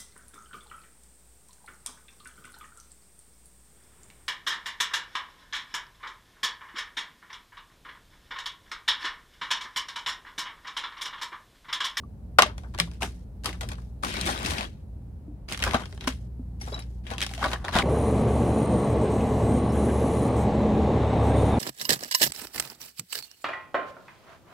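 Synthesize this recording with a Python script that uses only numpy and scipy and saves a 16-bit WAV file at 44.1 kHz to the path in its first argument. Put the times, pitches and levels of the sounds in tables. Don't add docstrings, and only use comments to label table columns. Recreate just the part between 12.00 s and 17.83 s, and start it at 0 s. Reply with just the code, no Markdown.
import sys
import numpy as np
from scipy import signal
from scipy.fft import rfft, irfft, next_fast_len
from scipy.io import wavfile
from scipy.ndimage import uniform_filter1d, map_coordinates

SR = 44100
rng = np.random.default_rng(int(sys.argv[2]) if len(sys.argv) > 2 else 0)


def master_out(mix):
    frames = np.transpose(np.atleast_2d(mix))
    ceiling = np.clip(frames, -1, 1)
    pcm = np.round(ceiling * 32767).astype(np.int16)
    wavfile.write(sys.argv[1], SR, pcm)


def invert_db(x):
    u = np.asarray(x, float) / 20
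    return 10 ** u


N = 257103

# (low edge [Hz], high edge [Hz], t60 [s])
PARTS = [
    (2142, 5760, 0.049),
    (534, 1420, 0.047),
    (4900, 6700, 0.016),
    (137.7, 326, 0.051),
]
PART_LIKENESS = [
    0.066,
    0.81,
    0.047,
    0.92,
]


def unit(x):
    return x / np.sqrt(np.mean(x ** 2) + 1e-20)


def along(points, hz):
    f, v = np.transpose(points)
    return np.interp(np.log(hz + 1), np.log(f + 1), v)


def curves(rows):
    s, *cols = np.transpose(rows)
    return np.array([np.interp(np.arange(N) / SR, s, c) for c in cols])


def filtered(x, response):
    m = next_fast_len(N + 8192)
    hz = np.fft.rfftfreq(m, 1 / SR)
    return irfft(rfft(x, m) * response(hz), m)[..., :N]


def wobble(rate):
    knots = rng.standard_normal(int(N * rate / SR) + 4)
    return map_coordinates(knots, [np.arange(N) * rate / SR])


def ports(x, alike):
    turn = np.arccos(np.clip(alike, -1, 1)) / 2
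    mid, side = x[0] * np.cos(turn), x[1] * np.sin(turn)
    return np.array([mid + side, mid - side])


def tray():
    drive = snaps() + clicks() + crumple()
    out = 0
    for d, (lo_hz, hi_hz, _) in zip(drive, PARTS):
        out = out + signal.fftconvolve(d, part_filter(lo_hz, hi_hz)[None], axes=1)[:, :N]
    return out


def snaps():
    # (time [s], peak level [dB], body over the peak [dB], length factor [1])
    rim_ticks = [(0.5805, -35.5, 2, 0.6), (0.7871, -24.5, 8, 1.2), (0.8, -12.5, -9.5, 0.69),
                 (0.9143, -44.5, 5, 1.2), (0.9353, -46, -2, 6.7), (1.0222, -31.5, 0, 0.5),
                 (1.0325, -29, -9, 0.64), (1.4364, -39, 4, 3.1), (1.444, -30.5, 9, 2.5),
                 (1.4582, -20, -6, 1.4), (1.6095, -28, 7.5, 1.65), (1.6885, -29.5, -6, 1.05),
                 (1.7185, -38, 4, 1.5), (1.733, -43.5, -3, 0.79), (1.4915, -45, -7, 1.1),
                 (1.7824, -53, 22, 1.26), (1.8193, -55, 11, 2.1), (2.0271, -46.5, 5.5, 2.1),
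                 (2.0475, -23.5, -5, 1.1), (2.139, -30.5, -18, 1), (2.2118, -21.5, -17, 1.2),
                 (2.2626, -22.5, -1, 1.3), (2.272, -28, -5, 1.2), (2.39, -33, -1, 1), (2.43, -33, -12, 1.5),
                 (3.575, -28, -5, .8), (2.399, -40.5, -10, 1), (2.4605, -25, -2, 1.9),
                 (2.5075, -25.5, -17, 1.8), (3.5229, -25, -5, 1.9), (3.5324, -28, -13, 0.52),
                 (3.5922, -32, 7, 0.68), (3.6235, -26.5, -7, 0.9), (3.6385, -16, -1, 0.76),
                 (3.6474, -27.5, -8, 2.4), (4.0444, -44, 13, 0.4), (4.6124, -42.5, -12, 1.5),
                 (4.618, -55.5, -12, 1.1), (4.7915, -36.5, 1.5, 2.4), (5.2058, -29.5, -12, 0.52),
                 (5.2648, -24.5, -1, 0.86), (5.3372, -30.5, -15, 0.63), (5.3485, -35, -12, 1.9),
                 (5.4274, -35.5, 24, 0.52), (5.482, -36.5, -10, 0.49)]
    rib_cracks = [(0.3865, -5.5, -15, 0.24), (0.3905, -7.5, -16, 1.7), (0.4215, -2.5, -31, 0.56),
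                  (0.6348, -51, 20.5, 2.3), (0.7401, -46, 14.5, 1.1), (0.7475, -34.5, 5, 0.52),
                  (0.8744, -52, 15, 1.3), (1.0214, -26, 2.5, 0.68), (1.0297, -19, -9.5, 0.41),
                  (1.4907, -31, 1.5, 1.9), (1.6317, -32, 5.5, 1.5), (1.716, -36, 8.5, 1.4),
                  (2.2744, -27.5, 11, 2.03), (2.5825, -24, -6.5, 1.6), (2.6305, -31.5, -3, 0.47),
                  (2.29, -26, 11, 1.44), (3.4865, -30.5, -8.5, 0.92), (3.516, -32, 10.5, 0.89),
                  (3.6012, -29.5, 6.5, 2.2), (3.628, -17.5, -5, 0.18), (3.7108, -24, -10, 0.44),
                  (3.7345, -22, 12, 0.48), (3.744, -16.5, 12, 1.44), (3.835, -39.5, 9, 0.85),
                  (4.041, -35.5, -3, 0.87), (4.108, -44, 6.5, 0.74), (4.1235, -37, -9, .8),
                  (4.0089, -31, -12, 1.4), (4.0764, -18.5, -19, 0.39), (4.079, -17, -4, 0.48),
                  (4.0892, -27, 3, 0.52), (4.8226, -45, -9, 1.46), (5.0669, -35, 7, 3.3),
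                  (5.136, -31, -7, 0.94), (5.2923, -35.5, -6, 0.91), (5.392, -35, 6, 1),
                  (5.1811, -27, 2, 1.3), (5.2166, -16, -26, 0.54), (5.226, -16, -12, 1.1),
                  (5.235, -22, -4, 0.48), (5.245, -29.5, -5, 0.52), (5.378, -33, -16, 0.95),
                  (5.5151, -27, 11.5, 2.6), (5.5323, -22, 9, 1.44), (5.6435, -34.5, 15.5, 0.42),
                  (5.6481, -27.5, 7, 2), (5.711, -38, -5, 1), (5.7294, -30.5, -6, 0.81),
                  (5.743, -24, 0, 1.4)]
    face_pops = [(0.4325, -20, 1, 0.53), (0.4624, -31, 10.5, 3.2), (0.7996, -21, -3, 0.76),
                 (0.7785, -33.5, -5, 0.75), (1.5287, -35.5, 6.5, 2.5), (1.7549, -46, -6, 0.63),
                 (2.0345, -30.5, 12, 2.1), (2.168, -27, 11, 2.6), (2.3321, -39, -12, 1.5),
                 (2.377, -26, -6, 0.36), (2.4274, -46, -25, 2.7), (2.4483, -25.5, -8, 2.2),
                 (2.4605, -32, -48, 3.7), (3.5454, -27.5, 0, 0.84), (3.6765, -27.5, 7, 1.6),
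                 (3.664, -29.5, 20, 2), (3.692, -40, 0, 0.66), (2.609, -25, 6, 1.6),
                 (2.5345, -30.5, 4, 2.1), (5.69, -32.5, 3, 0.63), (5.459, -31, -5, 0.67),
                 (5.766, -31, 7, 1.4), (5.81, -35, -1, 1.4), (5.3135, -37.5, 6, 1.7), (3.8562, -35, 0, 1.1),
                 (3.926, -37.5, 4.5, 0.69), (3.9766, -39.5, 8, 0.36), (4.6745, -41, 18, 1.47),
                 (4.7203, -43.5, 18, 2.6), (4.738, -50, 14, 1.5), (4.765, -56, 17.5, 2.4),
                 (4.78, -45.5, 12.5, 0.8), (5.1032, -30.5, -1, 2), (5.112, -31, 10.5, 2.2),
                 (5.16, -47, 8, 2.7), (5.442, -23.5, 16.5, 1.94), (5.6824, -30, 9, 1.5),
                 (5.7533, -23, 13, 2), (5.7872, -16.5, -17, 1.3), (5.797, -27.5, 2, 2.4)]
    kinds = ((rim_ticks, 1.5), (rib_cracks, -19), (face_pops, -28))
    rise_factor = (0.13, 4.4, 0.5, 6.4)
    crack_share = (1.0, 0.39, 0.6, 0.05)
    drive = np.zeros((4, 2, N + SR))
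    t = np.arange(SR // 8) / SR
    noise = patchy(3)
    crack = 1.6 * invert_db(-60 * t / 0.011)
    for rows, edge_db in kinds:
        for s, db, body_db, length in rows:
            at = round(s * SR)
            piece = noise[:, at:at + len(t)]
            burst = piece / np.std(piece[:, :200])
            for k, rel_db in enumerate((0, body_db, edge_db, body_db - 11.0)):
                t60 = PARTS[k][2] * np.clip(length, 0.2, 4)
                fall = invert_db(db + rel_db - 9.0 - 60 * t / t60)
                rise_s = 0.00041 * length ** 2 * rise_factor[k]
                rise = 1 - np.exp(-(t + 1 / SR) / rise_s)
                envelope = (rise + crack * crack_share[k]) * fall
                drive[k, :, at:at + len(t)] += envelope * ports(burst, PART_LIKENESS[k])
    return drive[..., :N]


def clicks():
    # (time [s], level [dB])
    creases = [(0.385, -21), (0.3905, -15), (0.4216, -12), (0.424, -8), (5.7545, -13), (5.104, -24),
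               (2.036, -17), (2.4645, -22), (0.8, -11), (1.0305, -20.5), (2.04, -27), (2.2635, -20),
               (2.0855, -29), (2.107, -28), (2.54, -32), (3.736, -29), (3.745, -21), (5.445, -23),
               (5.6495, -36), (5.767, -12.5), (5.4298, -21), (5.2495, -27), (1.4573, -23), (2.0467, -31.5),
               (2.093, -19), (2.1724, -22), (2.292, -24), (2.3044, -25), (2.379, -27.5), (2.452, -15),
               (2.512, -30), (2.585, -19), (2.2735, -17), (3.525, -34), (3.6245, -9), (3.639, -27),
               (5.1825, -15), (5.2063, -12), (5.2158, -9.5), (5.2656, -22), (5.4417, -16), (5.5385, -31),
               (5.6824, -28), (5.7875, -7)]
    over_click = [
        3.5,
        -11.5,
        -13,
    ]
    drive = np.zeros((4, 2, N))
    s, db = np.transpose(creases)
    at = np.round(s * SR).astype(int)
    drive[:3, :, at] = invert_db(db + np.array(over_click)[:, None])[:, None]
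    return drive


def crumple():
    # (fullest at [s], crackle level [dB], build-up [s], hold [s], depth of the bend [dB])
    pinches = [(0.577, -65.5, 0.0015, 0.0035, 19), (0.796, -39.5, 0.0024, .004, 8),
               (1.022, -38, 0.016, 0.024, 2.5), (1.4565, -37.5, 0.001, 0.015, 2.5),
               (1.609, -45, .001, 0.007, -11), (1.705, -58, 0.039, 0.0089, 18.5),
               (2.03, -43, 0.005, 0.058, 8), (2.256, -34.5, 0.0018, 0.057, -2),
               (2.445, -36.5, 0.0028, 0.096, -1.5), (3.508, -43, 0.018, 0.025, -9),
               (3.646, -44, 0.034, 0.031, 12), (3.85, -62.5, 0.011, 0.11, 10),
               (4.074, -32.5, 0.003, 0.0019, 0), (4.622, -53, 0.024, 0.088, 5),
               (4.784, -64.5, 0.018, 0.015, 15), (5.223, -38, 0.0067, 0.0019, -4),
               (5.294, -52.5, 0.018, 0.094, 6), (5.505, -50, 0.017, 0.017, 18.5)]
    bends = [(0.386, -26, 0.0006, 0.0023, 13), (0.421, -37, 0.0024, .003, 18.5),
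             (0.739, -54, 0.0018, 0.0036, 17), (2.075, -33, .04, 0.071, -10),
             (2.17, -36.5, 0.049, .05, -12), (2.231, -34.5, .02, 0.02, -13), (2.32, -33, .01, .02, -11),
             (2.35, -39, 0.028, 0.25, -0.5), (2.549, -36.5, 0.017, 0.088, -1),
             (3.485, -41, 0.0034, 0.022, -5.5), (3.702, -37.5, 0.11, 0.067, -2),
             (3.796, -41, 0.084, 0.024, 3.5), (4.009, -49, 0.01, 0.066, -2), (4.744, -49.5, 0.068, .02, 9),
             (5.107, -49.5, 0.069, 0.041, 9), (5.207, -39.5, 0.025, 0.0025, -10),
             (5.33, -53, 0.037, .07, 6.5), (5.44, -32.5, 0.04, 0.015, -1.5), (5.469, -37.5, .01, .02, -5),
             (5.59, -58, 0.033, 0.056, 18.5), (5.68, -48, 0.046, 0.0075, 18.5),
             (5.762, -28.5, 0.042, 0.017, 1), (5.788, -35, 0.01, 0.0073, 12), (5.82, -35, .01, .01, 0.5)]
    levels = [squeeze(*row, edge_db=10.5) for row in pinches]
    levels += [squeeze(*row, edge_db=-4) for row in bends]
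    level = np.max(levels, axis=0)

    struck = rng.random((5, N)) < 800 / SR
    grains = struck * invert_db(np.minimum(2.5 * rng.exponential(1, (5, N)), 7))
    grain_s = 0.0017
    swell = signal.lfilter([1], [1, -np.exp(-1 / (grain_s * SR))], grains[0] + 1.9 * grains[1:])
    swell[3] = uniform_filter1d(swell[3], size=SR // 30)
    noise = patchy(2.5)[:, :N]
    out = []
    for db, g, alike in zip(level, swell, PART_LIKENESS):
        out.append(invert_db(db - 2.0) * unit(0.26 + unit(g)) * ports(noise, alike))
    return np.array(out)


def squeeze(s, db, build_s, hold_s, depth_db, edge_db):
    # (level over a medium crackle [dB], share of the bend's depth [1], slope [dB per dB of crackle])
    follow = [
        (-0.5, 0.85, 0.454),
        (-11.5, 0.15, -0.1367),
        (1, 0.18, -0.2835),
    ]
    build_db, rest_db, settle_s, medium_db = 12, -81.5, 0.1, -45
    t = np.arange(N) / SR - s
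    fall = rest_db + (db - rest_db) * np.exp(-np.maximum(t - hold_s, 0) / settle_s)
    build = build_db * np.minimum(t, 0) / max(build_s, 1 / SR)
    level = np.maximum(fall + build, rest_db)
    body, edge, thud = [level + over + share * depth_db + slope * (level - medium_db)
                        for over, share, slope in follow]
    active = (t > -build_s) & (t < hold_s + 2 * settle_s)
    return np.where(active, [level, body, edge + edge_db, thud], -150)


def patchy(depth_db):
    z = signal.stft(rng.standard_normal((2, N + SR)), nperseg=512)[2]
    field = rng.standard_normal(z.shape[1:])
    for axis in (0, 1):
        field = uniform_filter1d(field, size=3, axis=axis)
    return unit(signal.istft(z * invert_db(depth_db * unit(field)), nperseg=512)[1])


def part_filter(lo_hz, hi_hz):
    # (frequency [Hz], level per Hz [dB])
    sheet_colour = [(76, -28.5), (130, -7.5), (238, 2), (378, -0.5), (706, 0), (1190, -5.5), (1290, -6.5),
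                    (1460, 1), (7150, -14.5), (9670, -9), (16000, -14)]
    # (centre [Hz], width [Hz], level [dB])
    panels = [(640, 9.9, 3.5), (795, 26, 3.5), (1170, 420, 7), (1445, 42, -1), (2320, 30, -6),
              (3210, 200, 2.5), (3833, 150, 3.5)]
    hz = np.fft.rfftfreq(4096, 1 / SR)
    colour_db = along(sheet_colour, hz)
    for centre_hz, width_hz, db in panels:
        colour_db = colour_db + db / (1 + (2 * (hz - centre_hz) / width_hz) ** 2)
    band = np.sqrt((1 + (lo_hz / (hz + 1)) ** 6) * (1 + (hz / hi_hz) ** 6))
    cep = irfft(np.log(invert_db(colour_db) / band + 1e-6))
    cep[1:2048] *= 2
    cep[2049:] = 0
    h = irfft(np.exp(rfft(cep)))[:2048]
    return h / np.linalg.norm(h)


def tinkle():
    # (time [s], peak level [dB])
    knocks = [(4.728, -33), (4.7431, -24.5), (4.7761, -36), (4.801, -38)]
    # (frequency [Hz], level [dB], t60 [s])
    modes = [(3910, -4.5, 0.061), (5140, -14, 0.038), (2250, -29, 0.035), (7600, -45, 0.03)]
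    # (time [s], frequency [Hz], level [dB], t60 [s])
    second_part = [(0.035, 1150, -43, 0.046), (4.613, 5750, -35, 0.04), (4.616, 4900, -38, .02),
                   (4.638, 5750, -43, .04), (4.679, 3750, -49, .05), (4.722, 3350, -47, .05),
                   (4.614, 800, -44, .08), (4.618, 10300, -37, 0.03), (4.614, 2140, -37, 0.04),
                   (4.724, 4800, -43, .05), (4.742, 5700, -43, .03), (4.742, 7300, -48, .05),
                   (4.822, 5350, -45, 0.04)]
    face_rings = [(0.3895, 1070, -7, 0.047), (0.3895, 602, -17, 0.078), (0.398, 1188, -15, 0.063),
                  (0.4215, 1420, -18, 0.026), (0.431, 1140, -11.5, 0.028), (0.46, 606, -30, 0.079),
                  (0.8003, 4140, -16, 0.008), (3.547, 3440, -27, 0.013), (5.483, 3917, -33.5, .015),
                  (0.8003, 4970, -12, .01), (0.7993, 6460, -18, 0.0075), (1.458, 1267, -26, 0.026),
                  (1.458, 8700, -28, 0.022), (2.036, 1178, -20, 0.039), (2.155, 2270, -35, 0.05),
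                  (2.6523, 3330, -36, .03), (3.74, 1174, -24, 0.11), (4.0765, 999, -11.5, 0.008),
                  (4.7927, 10060, -48, 0.074), (5.222, 3210, -17.5, 0.018), (5.312, 790, -37.5, 0.05),
                  (5.378, 680, -36.5, 0.099), (5.412, 795, -32, 0.11), (5.442, 1570, -10, 0.0098),
                  (5.5596, 1720, -26, 0.016), (5.683, 1820, -11.5, 0.0062), (5.765, 710, -14.5, 0.035),
                  (5.823, 2200, -14, 0.0085)]
    out, t = np.zeros(N + SR), np.arange(SR // 5) / SR
    rings = [(s, hz, db + level, t60) for s, db in knocks for hz, level, t60 in modes]
    for s, hz, db, t60 in rings + second_part + face_rings:
        envelope = invert_db(db + 2.5 - 60 * t / t60) * (1 - np.exp(-t / 0.0006))
        out[round(s * SR):][:len(t)] += envelope * np.sin(2 * np.pi * hz * t)
    return out[:N]


def thumps():
    # (time [s], peak level [dB], frequency [Hz], t60 [s])
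    table_hits = [(0.806, -29, 169, 0.37), (1.022, -33, 684, 0.14), (1.025, -30.5, 900, 0.087),
                  (1.486, -32.5, 309, 0.069), (2.263, -32, 338, 0.2), (2.285, -30, 567, 0.069),
                  (2.59, -28.5, 201, 0.081), (3.28, -35.5, 296, 0.17), (3.746, -15, 230, 0.043),
                  (4.075, -17.5, 256.6, 0.082), (4.395, -29, 250, 0.085), (4.68, -50, 776, 0.099),
                  (4.72, -33.5, 418, 0.08), (4.725, -27.5, 573, 0.039), (4.677, -37, 500, 0.033),
                  (4.768, -36, 690, .05), (5.755, -12, 185, 0.034)]
    out, t = np.zeros(N + SR), np.arange(SR // 4) / SR
    for s, db, hz, t60 in table_hits:
        envelope = invert_db(db - 60 * t / t60) * (1 - np.exp(-t / 0.00062))
        out[round(s * SR):][:len(t)] += envelope * np.sin(2 * np.pi * hz * t)
    return out[:N]


def placed(x):
    # (time [s], distance nearer to the left port [cm])
    path = [(0.45, 4.7), (.55, 7.8), (.8, 6.2), (1.02, 0), (1.5, 3.1), (1.62, 8.6), (2.0, 13), (2.7, 12.5),
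            (3.45, -3.9), (3.64, -3.9), (3.74, 5.5), (3.86, 5.5), (3.93, -1.6), (4.1, -1.6), (4.65, 9.4),
            (5.12, 10), (5.18, -.8), (5.83, 0)]
    cm, = curves(path)
    lead = cm / 34300 * SR
    pan_db = 1 + 0.135 * cm
    n = np.arange(N)
    return np.array([invert_db(sign * pan_db) * map_coordinates(ch, [n + sign * lead / 2])
                     for ch, sign in zip(x, (1, -1))])


def room(x):
    # (frequency [Hz], t60 [s])
    decay = [(200, 0.18), (900, 0.09), (2200, 0.16), (5000, 0.15), (12000, 0.06)]
    hz, t, z = signal.stft(rng.standard_normal((2, SR // 2)), SR, nperseg=256)
    tail = signal.istft(z * invert_db(-60 * t / along(decay, hz)[:, None]), SR, nperseg=256)[1]
    delayed = np.pad(x, ((0, 0), (200, 0)))
    return signal.fftconvolve(delayed, tail / np.linalg.norm(tail[0]), axes=1)[:, :N]


def background():
    return hum() + rumble() + hiss()


def hum():
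    # (time [s], level [dB])
    loudness = [(0.0, -46.5), (0.42, -34.5), (0.76, -33.5), (1.0, -32), (1.36, -39), (1.67, -30),
                (2.05, -35), (2.27, -34), (2.48, -32.5), (2.75, -43.5), (2.9, -35), (3.57, -42.5),
                (3.67, -29), (3.88, -41), (4.11, -30.5), (5.24, -32), (5.55, -29.5), (5.75, -42)]
    # (frequency [Hz], wander [Hz], level [dB])
    harmonics = [(59, 2, 0), (118, 3, -9), (176, 5, -17)]
    hum_db, = curves(loudness)
    tone = 0
    for hz, wander_hz, db in harmonics:
        phase = 2 * np.pi * np.cumsum(hz + wander_hz * wobble(22)) / SR
        tone = tone + invert_db(db + 1.2 * wobble(22)) * np.sin(phase)
    return invert_db(hum_db - 6.0) * unit(tone)


def rumble():
    # (frequency [Hz], level per Hz [dB])
    rumble_colour = [(15, -67.5), (25, -39.5), (43, -6), (65, 0), (86, -6.5), (112, -16), (210, -17.5),
                     (323, -29), (880, -40), (1070, -47), (1700, -55), (3000, -63), (6000, -100)]
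    # (frequency [Hz], left-right likeness [0..1])
    likeness = [(60, 0.97), (240, 0.93), (950, 0.19), (3770, 0.19), (15000, 0.33)]
    # (time [s], level [dB])
    jolts = [(1.67, -45), (2.271, -37.5), (2.481, -36.5), (3.672, -34.5), (5.63, -52), (5.78, -35.5)]
    rest_db, half_jolt_s = -42.5, 0.06
    t = np.arange(N) / SR
    shake = invert_db(rest_db) + sum(invert_db(db) * np.exp(-((t - s) / half_jolt_s) ** 2) for s, db in jolts)

    def response(hz):
        turn = np.arccos(np.clip(along(likeness, hz), -1, 1)) / 2
        away = 1 - 0.7 / (1 + ((hz - 59) / 12) ** 4)
        return invert_db(along(rumble_colour, hz)) * away * [np.cos(turn), np.sin(turn)]

    mid, side = filtered(rng.standard_normal((2, N)), response)
    return shake * unit(np.array([mid + side, mid - side]))


def hiss():
    # (frequency [Hz], level per Hz [dB])
    hiss_colour = [(1500, -14), (2200, -4), (4000, 4), (6500, 0), (9500, 3), (13000, 0), (16000, -2)]
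    noise = filtered(rng.standard_normal((2, N)), lambda hz: invert_db(along(hiss_colour, hz)))
    return invert_db(-75 + wobble(3)) * unit(noise)


def scene():
    sheet = placed(tray())
    parts = placed(np.tile(tinkle(), (2, 1)))
    echo = room(invert_db(-12.5) * sheet + invert_db(-18.5) * parts)
    return sheet + parts + thumps() + echo + background()


def band_limit(x):
    return signal.sosfilt(signal.butter(12, 16400, fs=SR, output="sos"), x)


def record(dry):
    limited = dry / (1 + np.abs(dry) ** 8) ** (1 / 8)
    mix = filtered(limited, lambda hz: hz < 16350)
    return band_limit(mix)


dry = scene()
out = record(dry)
master_out(out)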